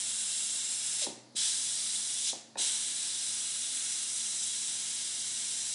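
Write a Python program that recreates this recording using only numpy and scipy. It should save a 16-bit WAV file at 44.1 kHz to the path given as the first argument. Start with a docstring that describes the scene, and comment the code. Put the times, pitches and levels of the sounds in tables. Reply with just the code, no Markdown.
"""A kitchen counter, one microphone: steam blows out of the release valve of a pressure cooker.
The jet is turbulent noise coloured by the valve cap, heard direct, in swaying echoes and as hiss in the room.
Twice a hand shuts the valve for a moment: it squeaks the first time and knocks as ringing metal both times,
the hiss dies away in the room, then bursts out again. Wavering hum lines of an appliance and room tone lie below."""
import sys
import numpy as np
from scipy import signal
from scipy.fft import rfft, irfft, next_fast_len
from scipy.io import wavfile
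from scipy.ndimage import uniform_filter1d, map_coordinates

SR = 44100
rng = np.random.default_rng(int(sys.argv[2]) if len(sys.argv) > 2 else 0)


def materialize(psi):
    """Save the field psi as 16-bit PCM at rate SR to the path in sys.argv[1].

    A 1-D psi becomes a single channel; in a 2-D psi each row is a channel.
    """
    bounded = np.clip(np.atleast_2d(psi).T, -1, 1)
    quanta = np.round(bounded * 32767).astype(np.int16)
    wavfile.write(sys.argv[1], SR, quanta)


def undo_db(level):
    """Turn decibels back into plain size, where 20 dB means ten times bigger."""
    steps = np.asarray(level, float) / 20
    return 10 ** steps


N = 253134   # length in samples

# spectrum of the steam jet: frequency_hz, relative_level_db (per Hz)
JET_SPECTRUM = [(300, -63), (600, -30), (940, -22.5), (1150, -23), (1720, -16.5), (2470, -15.5), (3200, -9),
                (3900, -5), (5000, -7.5), (6500, -6), (8100, -3), (9300, -4), (10300, -5), (11000, -17),
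                (14000, -51)]
# resonances and notches of the valve cap, which sits differently at each opening:
# centre_hz, width_hz, first_opening_db, second_opening_db, third_opening_db
CAP_RESONANCES = [(2100, 76, 1, 0.5, 4.5), (2746, 89, 10.5, 2, 3.5), (3370, 150, 6, 6.5, 5),
                  (3530, 120, 3.5, 4.5, 0), (4010, 270, 1.5, 4, 4.5), (4470, 320, -6, -8.5, -10),
                  (4760, 92, -1, 8.5, 5.5), (5210, 300, 6, 2.5, 1.5), (5880, 310, 3, 4.5, 5.5),
                  (6380, 400, 0, -1.5, -1), (7480, 430, 6.5, 2, 3.5), (8160, 450, -1.5, 5, 5),
                  (8830, 150, 5, 3.5, 0.5), (9570, 220, -13, 3, -1.5), (9800, 240, 7, 6.5, 2.5)]
# spectrum of the steam reflected by the walls against the direct jet: frequency_hz, relative_level_db
WALL_SPECTRUM = [(800, 0), (1500, -0.5), (2600, 0), (3300, -0.5), (6500, 1), (10500, 2.5)]
# the valve stands open three times: opens_s, shuts_s, jet_db (before sag and surge),
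# roar_lean_db (bands below 4.5 kHz, less in the bass), rush_lean_db (bands from 4.5 to 7 kHz)
VALVE_OPENINGS = [(-1, 1.052, -35.7, -1.5, -1.8), (1.349, 2.306, -35.4, -0.4, 0),
                  (2.568, 7, -35.6, -0.1, -1.4)]
# pent-up steam bursts out at each reopening: start_s, rise_s, hold_s, fall_s, boost_db
STEAM_SURGES = [(1.36, .045, .085, .07, 2.8), (2.575, .015, .1, .15, 2.3)]
# nearby surfaces that move with hand and microphone: delay_s, sway_s (rms), level_db
NEAR_ECHOES = [(.0013, .00004, -12), (.0031, 0.000056, -14), (.0067, .0001, -9)]
# reverberation time of the kitchen: frequency_hz, t60_s
ROOM_DECAY = [(200, 0.42), (1000, 0.56), (2000, 0.9), (3000, 0.38), (4000, 0.38), (6500, 0.44),
              (10000, 0.3)]
# spectrum of the room tone: frequency_hz, relative_level_db (per Hz)
ROOM_SPECTRUM = [(30, -30), (65, -22), (100, -8.5), (160, -2.5), (215, -4), (300, -1), (450, -8.5),
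                 (700, -5.5), (1000, -12), (1500, -20), (2500, -24), (4600, -10), (8000, -23.5),
                 (11000, -20)]
# hum lines of the appliance: pitch_hz, level_db (before its wavering), wander_hz (rms)
HUM_LINES = [(121, -68, 1.25), (225.8, -67.5, 11.5)]
# squeak of the valve as it is turned: time_s, pitch_hz, level_db (both before the roughness)
SQUEAK_GLIDE = [(1.016, 613, -77), (1.019, 639, -49.5), (1.04, 548, -45.5), (1.06, 470, -47.5),
                (1.07, 440, -65)]
# the valve weight knocking on its seat: time_s, peak_db, favoured_centre_hz, bounces (count)
VALVE_KNOCKS = [(1.067, -32.5, 700, 0), (1.071, -39, 300, 0), (1.084, -37, 300, 3), (1.177, -43, 284, 0),
                (1.349, -45, 270, 0), (2.331, -35, 650, 0), (2.336, -38, 400, 2), (2.556, -33.5, 950, 0),
                (2.572, -34.5, 1330, 0), (2.593, -40, 400, 2)]
# modes that lid and valve ring with: pitch_hz, relative_level_db, t60_s
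LID_MODES = [(212, -9, 0.075), (273, -2, 0.052), (333, -1.5, 0.047), (393, -7, 0.07), (542, -7, 0.06),
             (628, -6, 0.038), (723, -8.5, 0.055), (820, -9.5, 0.058), (918, -4, 0.03), (1125, -15, 0.022),
             (1420, -15, 0.028), (1790, -6, .025), (2500, -2, 0.017), (3800, 4, .015), (4500, -6, .01)]

ATTACK_S = .019   # the jet reaches full flow
# pressure falls: the whole jet sags, while the roar and still more the rush gain on the top treble
SAG_DB_PER_S, ROAR_LEAN_DB_PER_S, RUSH_LEAN_DB_PER_S = .42, .1, .65
OPENING_ROAR_DB, OPENING_RUSH_DB, OPENING_FADE_S = 7.5, 5, .125   # a half-open valve favours the middle
# the gap narrows before it seals: the jet swells, most in the middle, and eases at the very end
NARROWING_S, EASING_S, NARROW_DB, NARROW_ROAR_DB, NARROW_RUSH_DB = .05, .02, 2.2, 7, 5
BOUNCE_GAP_S, BOUNCE_LOSS_DB, BOUNCE_HZ = .018, 4, 560   # bounces follow evenly, weaker, near one centre


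def at_hz(points, hz):
    """Reads a spectrum table on a log-frequency axis."""
    table_hz, values = np.transpose(points)
    return np.interp(np.log(hz), np.log(table_hz), values)


def rms_one(x):
    """Scales to rms 1."""
    return x / np.sqrt(np.mean(x ** 2) + 1e-20)


def drift(rate_hz):
    """Slow chance of spread 1: noise smoothed to about rate_hz changes a second."""
    pole = np.exp(-80 * np.pi * rate_hz / SR)   # one value every 40 samples
    noise = rng.standard_normal(N // 40 + 2002)
    slow = signal.lfilter([1], [1, -2 * pole, pole * pole], noise)[2000:]
    return np.interp(np.arange(N) / 40, np.arange(len(slow)), rms_one(slow))


def frequency_axis(size):
    """Frequencies of a real spectrum in Hz, kept just above zero for the logarithm."""
    return np.arange(size // 2 + 1) * SR / size + 1e-3


def coloured(gain_db, size):
    """White noise given a gain in dB per frequency; rms 1."""
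    return rms_one(irfft(rfft(rng.standard_normal(size)) * undo_db(gain_db), size))


def jet_controls():
    """Flow, and the lean of roar and rush in dB: open, surge, sag with pressure, narrow, shut."""
    t = np.arange(N) / SR
    surge_db = 0
    for start, rise, hold, fall, db in STEAM_SURGES:
        surge_db = surge_db + np.interp(t, np.cumsum([start, rise, hold, fall]), [0, db, db, 0])
    flow, roar_db, rush_db = np.zeros((3, N))
    for opens, shuts, jet_db, roar_lean_db, rush_lean_db in VALVE_OPENINGS:
        is_open = (t >= opens) & (t <= shuts)
        attack = np.clip((t - opens) / ATTACK_S, 0, 1) ** 1.5
        fresh = np.exp(-np.abs(t - opens) / OPENING_FADE_S)
        narrow = np.interp(t - shuts, [-NARROWING_S - EASING_S, -EASING_S], [0, 1])
        easing = np.interp(t - shuts, [-EASING_S, 0], [1, -1])
        flow += is_open * undo_db(jet_db + NARROW_DB * narrow * easing) * attack
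        roar_db += is_open * (roar_lean_db + OPENING_ROAR_DB * fresh + NARROW_ROAR_DB * narrow)
        rush_db += is_open * (rush_lean_db + OPENING_RUSH_DB * fresh + NARROW_RUSH_DB * narrow)
    flow = uniform_filter1d(flow * undo_db(surge_db - SAG_DB_PER_S * t), size=200)   # takes a few ms to seal
    return flow, roar_db + ROAR_LEAN_DB_PER_S * t, rush_db + RUSH_LEAN_DB_PER_S * t


def steam(shared_db, own_db, direct_db, diffuse_db):
    """Turbulent noise through the cap, in third-octave bands that flutter partly together.
    The room stores the power of each band and lets it die away as smoother hiss."""
    size = next_fast_len(N)
    hz = frequency_axis(size)
    flow, roar_db, rush_db = jet_controls()
    cap_db = sum(np.outer(db, 1 / (1 + (2 * (hz - centre) / width) ** 2))
                 for centre, width, *db in CAP_RESONANCES)
    jet_db = at_hz(JET_SPECTRUM, hz)
    # the cap colour changes 0.1 s after each shutting, while the jet is silent
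    shut_times = [row[1] for row in VALVE_OPENINGS[:-1]]
    opening = np.searchsorted(shut_times, np.arange(size) / SR - .1)
    near = rfft(np.choose(opening, [coloured(jet_db + db, size) for db in cap_db]))
    # the walls return a mean of the three cap colours, much flattened
    far = rfft(coloured(jet_db + at_hz(WALL_SPECTRUM, hz) + 0.36 * cap_db.mean(axis=0), size))
    together_db = shared_db * (drift(19.0) + 0.23 * drift(40.0))
    direct, diffuse = 0, 0
    for centre in 250 * 2 ** np.arange(0, 5.7, 1 / 3):
        window = np.clip(1 - np.abs(3 * np.log2(hz / centre)), 0, 1)
        lean_db = roar_db if centre < 4500 else rush_db if centre < 7000 else 0
        lean_db = lean_db * np.clip(centre / 3300, 0, 1) ** 1.5   # the lowest bands hardly follow
        flutter_db = together_db + own_db * (drift(3.6) + drift(1.0))
        gain = flow * undo_db(flutter_db + lean_db)
        keep = undo_db(-120 / (at_hz(ROOM_DECAY, centre) * SR))   # power kept per sample: 60 dB down after t60
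        stored = signal.lfilter([1 - keep], [1, -keep], gain ** 2 + 1e-18, zi=[gain[99] ** 2])[0]
        direct = direct + gain * irfft(near * window, size)[:N]
        diffuse = diffuse + np.sqrt(stored) * irfft(far * window, size)[:N]
    return undo_db(direct_db) * direct, undo_db(diffuse_db) * diffuse


def moving_echoes(x):
    """Adds short echoes whose delays sway, so that ripples drift through the hiss."""
    out = x.copy()
    for delay, sway, db in NEAR_ECHOES:
        read_at = np.arange(N) - SR * (delay + sway * drift(0.66))
        out += undo_db(db) * map_coordinates(x, [read_at], order=3, mode="mirror")
    return out


def kitchen(x):
    """Dense reflections: octave bands of noise, each dying at its own rate."""
    t = np.arange(SR // 2) / SR
    tail = 0
    for hz in 177 * 2. ** np.arange(7):
        band = signal.butter(2, [hz / np.sqrt(2), hz * np.sqrt(2)], "band", fs=SR, output="sos")
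        noise = signal.sosfilt(band, rng.standard_normal(len(t)))
        tail = tail + noise * undo_db(-60 * t / at_hz(ROOM_DECAY, hz))
    tail = tail * (t > .004) / np.sqrt(np.sum(tail ** 2))   # nothing returns in the first 4 ms
    return signal.fftconvolve(x, tail)[:N]


def room_tone(level_db):
    """Steady coloured noise of the room at the given rms level."""
    size = next_fast_len(N)
    return undo_db(level_db) * coloured(at_hz(ROOM_SPECTRUM, frequency_axis(size)), size)[:N]


def appliance_hum():
    """Sine lines that waver a little in pitch and level."""
    out = np.zeros(N)
    for hz, db, wander_hz in HUM_LINES:
        phase = 2 * np.pi * np.cumsum(hz + wander_hz * drift(5.96)) / SR
        out += np.sqrt(2) * undo_db(db + 1.4 * drift(5.3)) * np.sin(phase)
    return out


def valve_squeak():
    """A falling tone with a weak octave above, rough through fast chance in pitch and level."""
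    time_s, pitch_hz, level_db = np.transpose(SQUEAK_GLIDE)
    t = np.arange(N) / SR
    rough_hz = np.interp(t, time_s, pitch_hz) * (1 + 0.069 * drift(148.0))
    rough_db = np.interp(t, time_s, level_db, -200, -200) + 3.5 * drift(150.0)
    phase = 2 * np.pi * np.cumsum(rough_hz) / SR
    return np.sqrt(2) * undo_db(rough_db) * (np.sin(phase) + 0.2 * np.sin(2 * phase))


def ring(clicks, hz, t60):
    """A damped resonator: a unit click sets a sine of starting height 1 ringing."""
    radius, angle = undo_db(-60 / (t60 * SR)), 2 * np.pi * hz / SR
    return signal.lfilter([0, np.sin(angle)], [1, -2 * radius * np.cos(angle), radius ** 2], clicks + 1e-18)


def blows():
    """Lists every knock and its bounces: time_s, peak_db, favoured_centre_hz."""
    hits = []
    for s, db, centre_hz, bounces in VALVE_KNOCKS:
        for k in range(round(bounces) + 1):
            hits.append((s + BOUNCE_GAP_S * k, db - BOUNCE_LOSS_DB * k, BOUNCE_HZ if k else centre_hz))
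    return hits


def valve_knocks():
    """Each blow is a click into every mode of lid and valve, favouring those near its centre."""
    out = np.zeros(N)
    click = np.eye(1, SR // 3)[0]
    modes = np.array([ring(click, hz, t60) for hz, db, t60 in LID_MODES])
    mode_hz, mode_db = np.transpose(LID_MODES)[:2]
    no_bass = signal.butter(2, 150, "high", fs=SR, output="sos")   # a small part radiates no deep bass
    for s, db, centre_hz in blows():
        chance_db = rng.normal(0, 2.5, len(LID_MODES))
        sign = rng.choice([-1, 1], len(LID_MODES))
        favour_db = -4.8 * np.log2(mode_hz / centre_hz) ** 2
        body = signal.sosfilt(no_bass, sign * undo_db(mode_db + chance_db + favour_db) @ modes)
        at = round(s * SR)
        out[at:at + len(body)] += undo_db(db) * body / np.max(np.abs(body))
    return out


def scene():
    """Jet and valve sound direct and by the walls, over the background; one channel doubled."""
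    jet, hiss = steam(shared_db=0.55, own_db=0.53, direct_db=-0.5, diffuse_db=-2.0)
    metal = valve_squeak() + valve_knocks()
    reflections = kitchen(undo_db(-9.5) * jet + undo_db(-6.5) * metal)
    background = room_tone(level_db=-59.5) + appliance_hum()
    mono = moving_echoes(jet) + hiss + metal + reflections + background
    return np.array([mono, mono])


def top_cut(x):
    """Nothing passes above the cut-off."""
    return signal.sosfilt(signal.butter(12, 11660, fs=SR, output="sos"), x)


def record(dry):
    """The microphone drops the deep bass, and the top is cut steeply."""
    no_bass = signal.butter(2, 110, "high", fs=SR, output="sos")
    no_top = signal.ellip(12, .5, 65, 10720, fs=SR, output="sos")   # ripple dB, stopband dB, edge Hz
    mix = signal.sosfilt(no_top, signal.sosfilt(no_bass, dry))
    return top_cut(mix)


dry = scene()
out = record(dry)
materialize(out)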